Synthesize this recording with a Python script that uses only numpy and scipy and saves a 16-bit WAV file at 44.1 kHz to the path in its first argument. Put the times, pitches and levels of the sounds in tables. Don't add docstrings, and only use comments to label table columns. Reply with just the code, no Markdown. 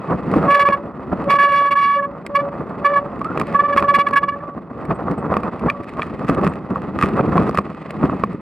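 import sys
import numpy as np
from scipy.fft import rfft, irfft, next_fast_len
from scipy.io import wavfile
from scipy.ndimage import uniform_filter1d, minimum_filter1d, map_coordinates

SR = 44100
rng = np.random.default_rng(int(sys.argv[2]) if len(sys.argv) > 2 else 0)


def master(y):
    cut = np.clip(np.atleast_2d(y).T, -1, 1)
    pcm = np.round(cut * 32767)
    wavfile.write(sys.argv[1], SR, pcm.astype(np.int16))


N = 370862


def amp(db):
    return 10 ** (np.asarray(db) / 20)


def unit(x):
    return x / np.sqrt(np.mean(x ** 2) + 1e-20)


def along(points, hz):
    f, v = np.transpose(points)
    return np.interp(np.log(hz + 1), np.log(f + 1), v)


def curves(rows):
    s, *cols = np.transpose(sorted(map(tuple, rows)))
    return [np.interp(np.arange(N) / SR, s, c) for c in cols]


def wobble(rate):
    knots = rng.standard_normal(int(N * rate / SR) + 4)
    coarse = np.arange(0, N + 16, 16)
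    return np.interp(np.arange(N), coarse, map_coordinates(knots, [coarse * rate / SR]))


def filtered(x, response):
    m = next_fast_len(N + SR // 4)
    return irfft(rfft(x, m) * response(np.fft.rfftfreq(m, 1 / SR)), m)[..., :N]


def add(track, s, sound):
    part = track[..., max(round(s * SR), 0):][..., :sound.shape[-1]]
    part += sound[..., :part.shape[-1]]


def swell(s, length, attack, release, sag=0):
    t = np.arange(N) / SR - s
    edges = np.maximum(-t, 0) / attack + np.maximum(t - length, 0) / release
    return -20 * edges - sag * np.clip(t, 0, length)


def grains(rate, spread_db, bed_db):
    size = amp(spread_db * np.minimum(rng.exponential(size=N), 4))
    hits = (rng.random(N) < rate / SR) * size * rng.choice([-1, 1], (2, N))
    return unit(hits) + amp(bed_db) * rng.standard_normal((2, N))


# (f/Hz, left-right likeness)
LIKENESS = [(100, .93), (1000, 0.99), (2500, 1), (4500, 0.84), (12000, .3)]


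def coloured(pair, spectrum):
    def response(hz):
        turn = np.arccos(np.clip(along(LIKENESS, hz), -1, 1)) / 2
        return amp(along(spectrum, hz)) * [np.cos(turn), np.sin(turn)]
    mid, side = filtered(pair, response)
    return unit(np.array([mid + side, mid - side]))


# (f/Hz, width/Hz, level/dB)
CASE_RESONANCES = [(1220, 100, 12), (1900, 260, 3), (2560, 110, 9)]


def hollow(x):
    def response(f):
        return 1 + sum(amp(db) * 1j * f * w / (hz * hz - f * f + 1j * f * w)
                       for hz, w, db in CASE_RESONANCES)
    return filtered(x, response)


# (t/s, frame rumble level/dB, tyre crunch level/dB, grit level/dB)
RIDE_LEVELS = [(0.0, -32, -40.5, -60), (0.4, -16.5, -30, -52), (0.52, -32, -34.5, -50),
               (0.88, -33, -45.5, -69), (1.26, -24.5, -35, -57.5), (1.38, -33.5, -39, -60),
               (1.88, -38, -49.5, -72.0), (2.68, -29, -38.0, -62), (2.9, -32.5, -37, -57.5),
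               (3.12, -31, -41.5, -65), (3.42, -23, -34, -54), (3.68, -32.5, -38.5, -55),
               (3.78, -27, -36, -55.5), (4.68, -37, -49, -71.5), (4.8, -28.5, -37.5, -61),
               (5.3, -24, -32.5, -58.5), (5.84, -35.5, -45.5, -59.5), (6.46, -18.5, -35, -57),
               (6.56, -30, -41.5, -63), (6.9, -26, -40.2, -59.5), (7.0, -21.5, -36, -54.9),
               (7.42, -16, -30.5, -53.5), (7.72, -34.3, -48, -60.5), (7.86, -37, -46.5, -58.5),
               (8.04, -21.5, -38.5, -56.5), (8.4, -31.5, -46.5, -62.5)]
# (t/s, half length/s, rumble level/dB, crunch level/dB)
ROCK_BUMPS = [(0.117, 0.03, -21, -29), (0.152, .02, -18.5, -37.5), (0.368, .01, -13, -45),
              (0.467, 0.041, -20, -25.5), (1.132, 0.018, -22, -33), (1.28, 0.016, -25.5, -39.5),
              (2.295, 0.013, -30.5, -45), (2.616, 0.022, -25, -43), (3.197, .025, -25.5, -40.5),
              (3.765, 0.0098, -17.5, -36), (4.573, 0.018, -28.5, -40), (4.912, .03, -21.5, -35.5),
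              (5.114, 0.032, -21, -35), (5.336, 0.032, -23, -29.5), (5.482, 0.041, -27.5, -34.5),
              (5.663, 0.037, -17.5, -30), (5.801, 0.024, -27.5, -46), (5.988, 0.023, -25.5, -30.5),
              (6.107, 0.013, -24.5, -49.5), (6.309, 0.015, -15.5, -30), (6.408, 0.052, -21.5, -30.5),
              (6.712, .025, -22.5, -37.5), (6.957, .015, -16, -40.5), (7.041, .012, -14, -37),
              (7.189, 0.027, -21, -26.5), (7.366, .025, -17.5, -25), (7.748, 0.026, -31, -53),
              (8.038, 0.016, -18.5, -32.5), (8.127, 0.017, -28.5, -32.5)]
# (f/Hz, relative density/dB)
RUMBLE_COLOUR = [(20, -50.5), (40, -18.5), (68, -5), (105, -7), (165, 1), (190, 1), (218, 0), (270, -2),
                 (335, -4), (480, -10), (700, -34.5), (1200, -68)]
# (f/Hz, relative density/dB)
CRUNCH_COLOUR = [(200, -20.5), (400, 2), (560, 5.5), (750, 2.5), (950, 0), (1180, 4), (1350, -2.5),
                 (1550, -11), (2000, -15.5), (3000, -57)]
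# (f/Hz, relative density/dB)
GRIT_COLOUR = [(900, -22.5), (1200, 3.5), (1480, 0), (1800, 2.5), (2250, 2), (2680, -6), (2900, -6),
               (3900, -11), (4700, -11.5), (5800, -23.5), (7000, -24), (8200, -20), (10500, -37),
               (12500, -47), (15800, -59)]


def tyres(crunch_db=7.5, grit_db=13, bump_grit_db=-28, jolt_db=2.5):
    t = np.arange(N) / SR
    rumble, crunch, grit = amp(curves(RIDE_LEVELS))
    rolls = [np.exp(-((t - s) / half) ** 2) for s, half, _, _ in ROCK_BUMPS]
    thump, scrunch = amp(np.transpose(ROCK_BUMPS)[2:]) @ np.array(rolls)
    jolts = jolt_db * wobble(55)

    def layer(source, colour, shake_db):
        return unit(amp(shake_db) * coloured(source, colour))

    frame = layer(grains(rate=470, spread_db=2.5, bed_db=-2.0), RUMBLE_COLOUR, .6 * jolts + 1.6 * wobble(40))
    stones = layer(grains(rate=400, spread_db=4.5, bed_db=2.5), CRUNCH_COLOUR, 1.39 * jolts)
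    fine = hollow(grains(rate=350, spread_db=1, bed_db=2.0))
    sand = layer(fine, GRIT_COLOUR, jolts + 2 * wobble(100))
    frame = np.hypot(rumble, thump) * frame
    stones = np.hypot(crunch, scrunch) * stones
    sand = np.hypot(grit, amp(bump_grit_db) * scrunch) * sand
    return frame + amp(crunch_db) * stones + amp(grit_db) * sand


# (t/s, level/dB)
CASE_TICKS = [(0.3149, -28), (0.4545, -34.5), (1.2413, -35.5), (2.2646, -21.5), (2.6946, -41.5),
              (3.193, -37.5), (3.2451, -28.5), (3.398, -18), (3.469, -30), (3.5264, -34), (3.802, -25),
              (4.086, -27.5), (4.135, -23.5), (4.8525, -32.5), (5.1123, -30), (5.404, -39.5),
              (5.5944, -32.5), (5.6654, -38), (5.834, -35), (5.892, -33), (6.065, -47), (6.3468, -27),
              (6.536, -33), (7.0878, -27.5), (7.5516, -26.5), (7.9066, -24.5), (8.33, -38)]
# (f/Hz, gain/dB)
TICK_COLOUR = [(600, -9), (1200, 7), (1900, 15.5), (2560, 12), (3300, -3.5), (4600, -2.5), (6300, -16),
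               (8200, -6.5), (11000, -16), (15800, -19.5)]


def ticks(tick_db=-3, t60=0.023):
    out, t = np.zeros((2, N)), np.arange(SR // 10) / SR
    for s, db in CASE_TICKS:
        splat = rng.standard_normal(len(t)) + 0.26 * rng.standard_normal((2, len(t)))
        add(out, s, amp(db + tick_db - 60 * t / t60) * splat)
    return filtered(out, lambda hz: amp(along(TICK_COLOUR, hz)))


# (t/s, peak level/dB before trim, thud/dB, clack/dB, crack/dB)
STONE_KNOCKS = [(0.337, -5.5, -11.5, -22, -46), (0.361, -7, 14, -33, -39),
                (0.686, -3.5, -15.5, -12.5, -38.5), (1.303, -5, -22, -9, -28.5),
                (2.262, -24.5, -9, -14, -28), (3.213, -13, -15.5, -20, -37.5), (3.373, -6.5, -9, -16, -45),
                (3.412, -6.5, -9.5, -12, -34), (3.762, -5.5, -12.5, -14.5, -43),
                (3.793, -12, -24, -9.5, -29.5), (3.823, -4, -14.5, -18, -40),
                (4.108, -14.5, -12, -19.5, -33), (4.909, -10.5, -11.5, -21, -59.5),
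                (5.319, -6, 3.5, -38, -56), (5.338, -9.5, -21, -16, -39.5), (5.366, -3.5, -10, -17, -35.5),
                (5.432, -11.5, -14, -21, -37.5), (5.698, -6.5, -26, 3, -31.5),
                (5.993, -9.5, -15, -24, -59.5), (6.018, -11.5, -28, 3, -41.5), (6.293, -5, 10, -13, -38.5),
                (6.44, -10.5, 13, -21, -34.5), (6.465, -6.5, -14, -15, -41), (6.757, -10.5, -19, -36, -66),
                (7.033, -6.5, -21, -6, -35.5), (7.207, -8, 5, -4.5, -49), (7.377, -2.5, -19.5, -22, -41),
                (7.492, -8.5, -2, -59, -33.5), (7.545, -11, -11, -41, -33), (7.585, -2, -12, -15, -34),
                (7.905, -22, -13, -22, -37), (8.029, -9.5, -8, -19, -59.5), (8.095, -11, -20.5, -34, -57.5),
                (8.235, -0.5, -12, -19.5, -37.5)]
# (f/Hz, t60/s, level/dB)
CASE_MODES = [(209, 0.1, -1.5), (464, 0.0075, 17), (620, 0.0072, 10.5), (1131, 0.02, 9),
              (1240, 0.027, -12.5), (1810, .018, 1), (2386, 0.02, 1.5), (2515, 0.016, -3),
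              (3300, 0.0086, -4.5), (4250, 0.017, -20.5)]
# (f/Hz, gain/dB)
CRACK_COLOUR = [(1000, -21), (3000, -9), (4700, 9), (6500, -6), (8500, -3), (15800, -10.5)]


def knocks(knock_db=1, ring_db=-7, crack_db=6, crack_t60=0.025, lag=.0015, contact=0.001):
    rings, cracks, t = np.zeros(N), np.zeros((2, N)), np.arange(SR // 10) / SR
    detune, uneven_db = .015, 2
    for s, db, thud, clack, crack in STONE_KNOCKS:
        force = [(600, thud), (1000, ring_db), (1400, ring_db), (1900, clack)]
        modes = np.zeros(len(t))
        for hz, t60, level in CASE_MODES:
            envelope = amp(level + rng.normal(0, uneven_db) + along(force, hz) - 60 * t / t60)
            modes += envelope * np.sin(2 * np.pi * hz * rng.normal(1, detune) * t)
        modes *= 1 - np.exp(-t / contact)
        add(rings, s + lag, amp(db + knock_db) * modes / np.abs(modes).max())
        burst = rng.standard_normal((2, len(t)))
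        add(cracks, s + lag, amp(db + crack + crack_db - 60 * t / crack_t60) * burst)
    return rings + filtered(cracks, lambda hz: amp(along(CRACK_COLOUR, hz)))


# (t/s of the middle, half length/s, level/dB)
GRITTY_SCRAPES = [(0.361, 0.016, -32), (3.379, 0.0034, -15.5), (3.781, 0.016, -23.5), (4.171, 0.011, -16.5),
                  (5.353, 0.017, -40.5), (5.704, 0.0038, -21.5), (5.901, 0.0052, -35.5), (6.046, 0.04, -33),
                  (6.294, 0.019, -20.5), (6.464, 0.019, -25), (6.761, 0.008, -32), (7.007, 0.02, -24.5),
                  (7.038, 0.018, -16.5), (7.356, 0.023, -31.5), (7.476, 0.022, -25), (7.578, 0.013, -22.5),
                  (8.097, 0.0074, -34.5)]
# (f/Hz, relative density/dB)
SCRAPE_COLOUR = [(300, -9.5), (700, -6), (1200, 1.5), (1600, -1), (2500, -12), (3400, -18.5), (4600, -21.5),
                 (6300, -28.5), (8500, -26), (12000, -36.5), (15800, -38)]


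def scrapes():
    t = np.arange(N) / SR
    level = sum(amp(db) * np.exp(-((t - s) / half) ** 2) for s, half, db in GRITTY_SCRAPES)
    return level * coloured(hollow(grains(rate=320, spread_db=8, bed_db=-7)), SCRAPE_COLOUR)


ATTACK_S, RELEASE_S = 0.0055, .02
BITE_ATTACK_S, BITE_RELEASE_S = 0.0074, 0.017
SAG_DB_PER_S, BITE_SAG_DB_PER_S = 11, 41
BITE_ARCH_DB, TONE_ARCH_DB = 3.5, 1.5
GLIDE_HZ = 12
TAIL_DB, TAIL_S = -8, .045
WIPE_DB, WIPE_S = 6, .035
# (t/s, length/s, main tone f/Hz in the middle, main level/dB, third partial level/dB, bite level/dB)
BRAKE_GRABS = [(0.483, 0.016, 1122, -11, -25, -34.5), (0.503, 0.04, 1137, -11.5, -20, -25),
               (0.544, .013, 1135, -9.5, -16, -21.5), (0.566, .018, 1133, -14, -18.5, -29),
               (.595, 0.035, 1134, -12, -18.5, -22), (0.654, 0.026, 1134, -11.5, -20.5, -26),
               (0.701, 0.013, 1137, -20.5, -28, -33.5), (0.725, 0.019, 1122, -11.5, -19.5, -28),
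               (1.286, 0.014, 1122, -20, -34, -41.5), (1.3, 0.043, 1132, -10, -23.5, -22),
               (1.351, 0.02, 1133, -13, -24, -27), (1.388, 0.085, 1135, -11.5, -16, -23),
               (1.467, 0.059, 1131, -16, -25, -32.5), (1.52, 0.13, 1133, -13, -22.5, -24.5),
               (1.649, .043, 1131, -14, -26, -30.5), (1.711, .027, 1126, -14, -28, -24.5),
               (1.756, .048, 1132, -13.5, -25, -25.5), (1.81, 0.18, 1132, -14, -25.5, -27.5),
               (1.987, .018, 1133, -19, -24.5, -41), (2.026, 0.029, 1122, -19.5, -30.5, -39),
               (2.352, .019, 1134, -10.5, -23, -24), (2.391, .02, 1146, -18, -29, -36),
               (2.849, 0.025, 1141, -10, -19, -27), (2.875, 0.052, 1160, -20, -31, -38),
               (2.936, 0.014, 1141, -15.5, -26, -34.5), (2.959, 0.027, 1134, -11, -21.5, -29),
               (3.547, 0.02, 1135, -11.5, -22, -31.5), (3.593, .015, 1149, -10, -18, -28),
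               (3.637, .027, 1160, -15.5, -27.5, -36.5), (3.684, .03, 1150, -17, -34, -38.5),
               (3.727, 0.013, 1142, -16.5, -23, -33), (3.776, 0.0075, 1121, -8, -17, -23),
               (3.844, 0.0044, 1142, -13, -23, -33), (3.885, 0.024, 1137, -10.5, -21, -25.5),
               (3.942, 0.023, 1133, -10, -19.5, -20), (3.988, 0.029, 1134, -12.5, -23.5, -24),
               (4.069, 0.0039, 1142, -10.5, -15.5, -24.5), (4.132, .012, 1133, -14, -21.5, -33),
               (4.16, .025, 1128, -11.5, -16.5, -23), (4.233, 0.0074, 1131, -13, -22, -28),
               (4.285, 0.011, 1138, -13, -25.5, -30), (4.32, 0.026, 1139, -24.5, -34.5, -46.5),
               (4.405, 0.0074, 1145, -34, -44, -55), (4.439, .03, 1155, -30, -60, -66),
               (5.685, 0.01, 1155, -16, -31, -36.5)]


def grip():
    t = np.arange(0, N, 32) / SR
    s, length, hz, main, third, bite = np.transpose(BRAKE_GRABS)[..., None]
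    early, held, late = np.maximum(s - t, 0), np.clip(t - s, 0, length), np.maximum(t - s - length, 0)
    place = 2 * held / length - 1
    dying = np.maximum(-20 * late / RELEASE_S, TAIL_DB - 20 * late / TAIL_S)
    main = main - 20 * early / ATTACK_S - SAG_DB_PER_S * held - TONE_ARCH_DB * place ** 2 + dying
    edge = -20 * (early / BITE_ATTACK_S + late / BITE_RELEASE_S)
    edge = edge - BITE_SAG_DB_PER_S * held - BITE_ARCH_DB * place ** 2
    scrape = bite + edge - WIPE_DB * (1 - np.exp(-held / WIPE_S))
    pitch = (hz + GLIDE_HZ * place / 2)[main.argmax(axis=0), np.arange(len(t))]
    levels = np.max([main, third + edge, bite + edge, scrape], axis=1)
    return curves(np.column_stack([t, pitch, *levels]))


HUM_ATTACK_S, HUM_RELEASE_S, HUM_SAG_DB_PER_S = 0.06, 0.14, 17.5
RIVAL_DB, RIVAL_SHARE = -16, .9
# (t/s, length/s, level/dB)
LEVER_PULLS = [(0.462, .25, -17.5), (1.272, .45, -21.5), (1.975, .09, -25), (2.34, .11, -22),
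               (2.855, .14, -20.5), (3.522, .17, -26), (3.719, .27, -20), (4.019, 0.41, -30),
               (4.369, 0.16, -36.5), (5.7, .1, -34)]


def disc(disc_hz=568, disc_db=-2, drift=0.0069, flutter_db=3, second_hz=1145, second_db=-36, second_share=.4):
    hums = [db + swell(s, length, HUM_ATTACK_S, HUM_RELEASE_S, HUM_SAG_DB_PER_S)
            for s, length, db in LEVER_PULLS]
    starved = RIVAL_SHARE * uniform_filter1d(np.maximum(grip()[1] - RIVAL_DB, 0), size=SR // 80)
    level = np.max(hums, axis=0) - starved
    touching = np.max([swell(s, length, HUM_ATTACK_S, HUM_RELEASE_S * second_share)
                       for s, length, _ in LEVER_PULLS], axis=0)

    def ring(hz):
        flutter = np.sqrt(2) * amp(flutter_db * wobble(60))
        return flutter * np.sin(2 * np.pi * np.cumsum(hz * (1 + drift * wobble(60))) / SR)

    return amp(level + disc_db) * ring(disc_hz) + amp(touching + second_db) * ring(second_hz)


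# (multiple of half the main pitch, level/dB re bite)
SQUEAL_OVERTONES = [(4, -2), (5, -12.5), (6, -16), (7, -26.5), (8, -22), (9, -31.5), (10, -32), (11, -41.5),
                    (12, -41.5), (13, -40.5), (14, -45), (15, -41.5), (16, -41.5)]
# (f/Hz, relative density/dB)
RASP_COLOUR = [(300, -23.5), (700, -30.5), (1200, -7), (2400, -1), (3200, -15), (4600, -21.5), (6500, -30),
               (8500, -26), (12000, -30.5), (15800, -31.5)]


def squeal(jitter=.0038, rasp_db=-5, flutter_db=0.99, upper_flutter_db=3, hard_db=-25, steepen=.045,
           rasp_growth=0.94, uneven_db=2):
    tone_hz, main, third, bite, scrape = uniform_filter1d(np.array(grip()), size=SR // 300)
    bite = bite + uneven_db * wobble(45)
    phase = np.pi * np.cumsum(tone_hz * (1 + jitter * wobble(160))) / SR

    def partial(k, db, shake_db):
        level = np.sqrt(2) * amp(db + shake_db * wobble(170))
        return level * np.sin(k * phase + shake_db / 10 * wobble(120))

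    tone = partial(2, main, flutter_db) + partial(3, third, upper_flutter_db)
    force = np.clip(bite - hard_db, -20, 4)
    lowest = SQUEAL_OVERTONES[0][0]
    for k, db in SQUEAL_OVERTONES:
        tone = tone + partial(k, bite + db + steepen * (k - lowest) * force, upper_flutter_db)
    slips = rng.standard_normal((2, N)) * (1 + 0.31 * np.sin(phase))
    rasp_level = amp(scrape + rasp_db + rasp_growth * force + 1.5 * wobble(70))
    return tone + rasp_level * coloured(slips, RASP_COLOUR)


# (t/s, peak level/dB before trim)
CHAIN_JINGLES = [(3.244, -65), (4.8409, -62), (4.9444, -47), (5.1761, -43.5), (6.0092, -69), (6.4882, -48),
                 (7.6076, -58)]


def chain(ring_hz=8200, width_hz=350, jingle_db=-11, rise=0.0073):
    level, t = np.zeros(N), np.arange(SR // 10) / SR
    for s, db in CHAIN_JINGLES:
        add(level, s, amp(db + jingle_db) * t / rise * np.exp(1 - t / rise))
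    noise = rng.standard_normal((2, N))
    return level * unit(filtered(noise, lambda hz: 1 / (1 + ((hz - ring_hz) / width_hz) ** 2)))


SQUEAK_S, SQUEAK_LENGTH_S, SQUEAK_HZ, SQUEAK_RISE_HZ = 3.25, 0.087, 1260, 151.8


def squeak(jitter=0.03, flutter_db=5, squeak_db=-25, attack=0.0071, release=.02, sag=130):
    slid = np.clip((np.arange(N) / SR - SQUEAK_S) / SQUEAK_LENGTH_S, 0, 1)
    hz = (SQUEAK_HZ + SQUEAK_RISE_HZ * slid * (2 - slid)) * (1 + jitter * wobble(300))
    level = squeak_db + swell(SQUEAK_S, SQUEAK_LENGTH_S, attack, release, sag) + flutter_db * wobble(220)
    return amp(level) * np.sin(2 * np.pi * np.cumsum(hz) / SR)


PEBBLES_PER_S = 7.1
GRAVEL_S = 5.7


def pebbles(pebble_db=-7, growth=0.42):
    crunch = curves(RIDE_LEVELS)[1]
    hits = (rng.random(N) < PEBBLES_PER_S / SR) * rng.choice([-1, 1], (2, N))
    level = amp(pebble_db + crunch.mean() + growth * (crunch - crunch.mean()))
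    level = level * (np.arange(N) / SR > GRAVEL_S)
    return level * coloured(hollow(hits), SCRAPE_COLOUR)


# (f/Hz, phase/rad)
PORT_PHASE = [(100, 0.015), (800, 0.42), (1130, 0.1), (2400, 0.24), (4000, 0.88), (8000, 1.49),
              (15000, 2.2)]
# (f/Hz, left minus right/dB)
PORT_TILT = [(100, .1), (800, 0), (1130, -2.6), (2200, -1.5), (4000, .2), (8000, -.2), (12000, -2.4)]


def scene():
    bike = tyres() + ticks() + knocks() + scrapes() + disc() + squeal() + chain() + squeak() + pebbles()
    sides = np.array([[.5], [-.5]])

    def ports(hz):
        return amp(sides * along(PORT_TILT, hz)) * np.exp(1j * sides * along(PORT_PHASE, hz))

    return filtered(bike, ports)


TOP_HZ = 15830


def record(dry):
    ceiling, hold, bass_hz = .92, .002, 35
    dry = filtered(dry, lambda hz: hz ** 2 / (hz ** 2 + bass_hz ** 2))
    need = np.minimum(1, ceiling / (np.abs(dry).max(axis=0) + 1e-9))
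    span = int(hold * SR) + 1
    gain = uniform_filter1d(minimum_filter1d(need, span), span)
    return filtered(dry * gain, lambda hz: hz < TOP_HZ)


dry = scene()
out = record(dry)
master(out)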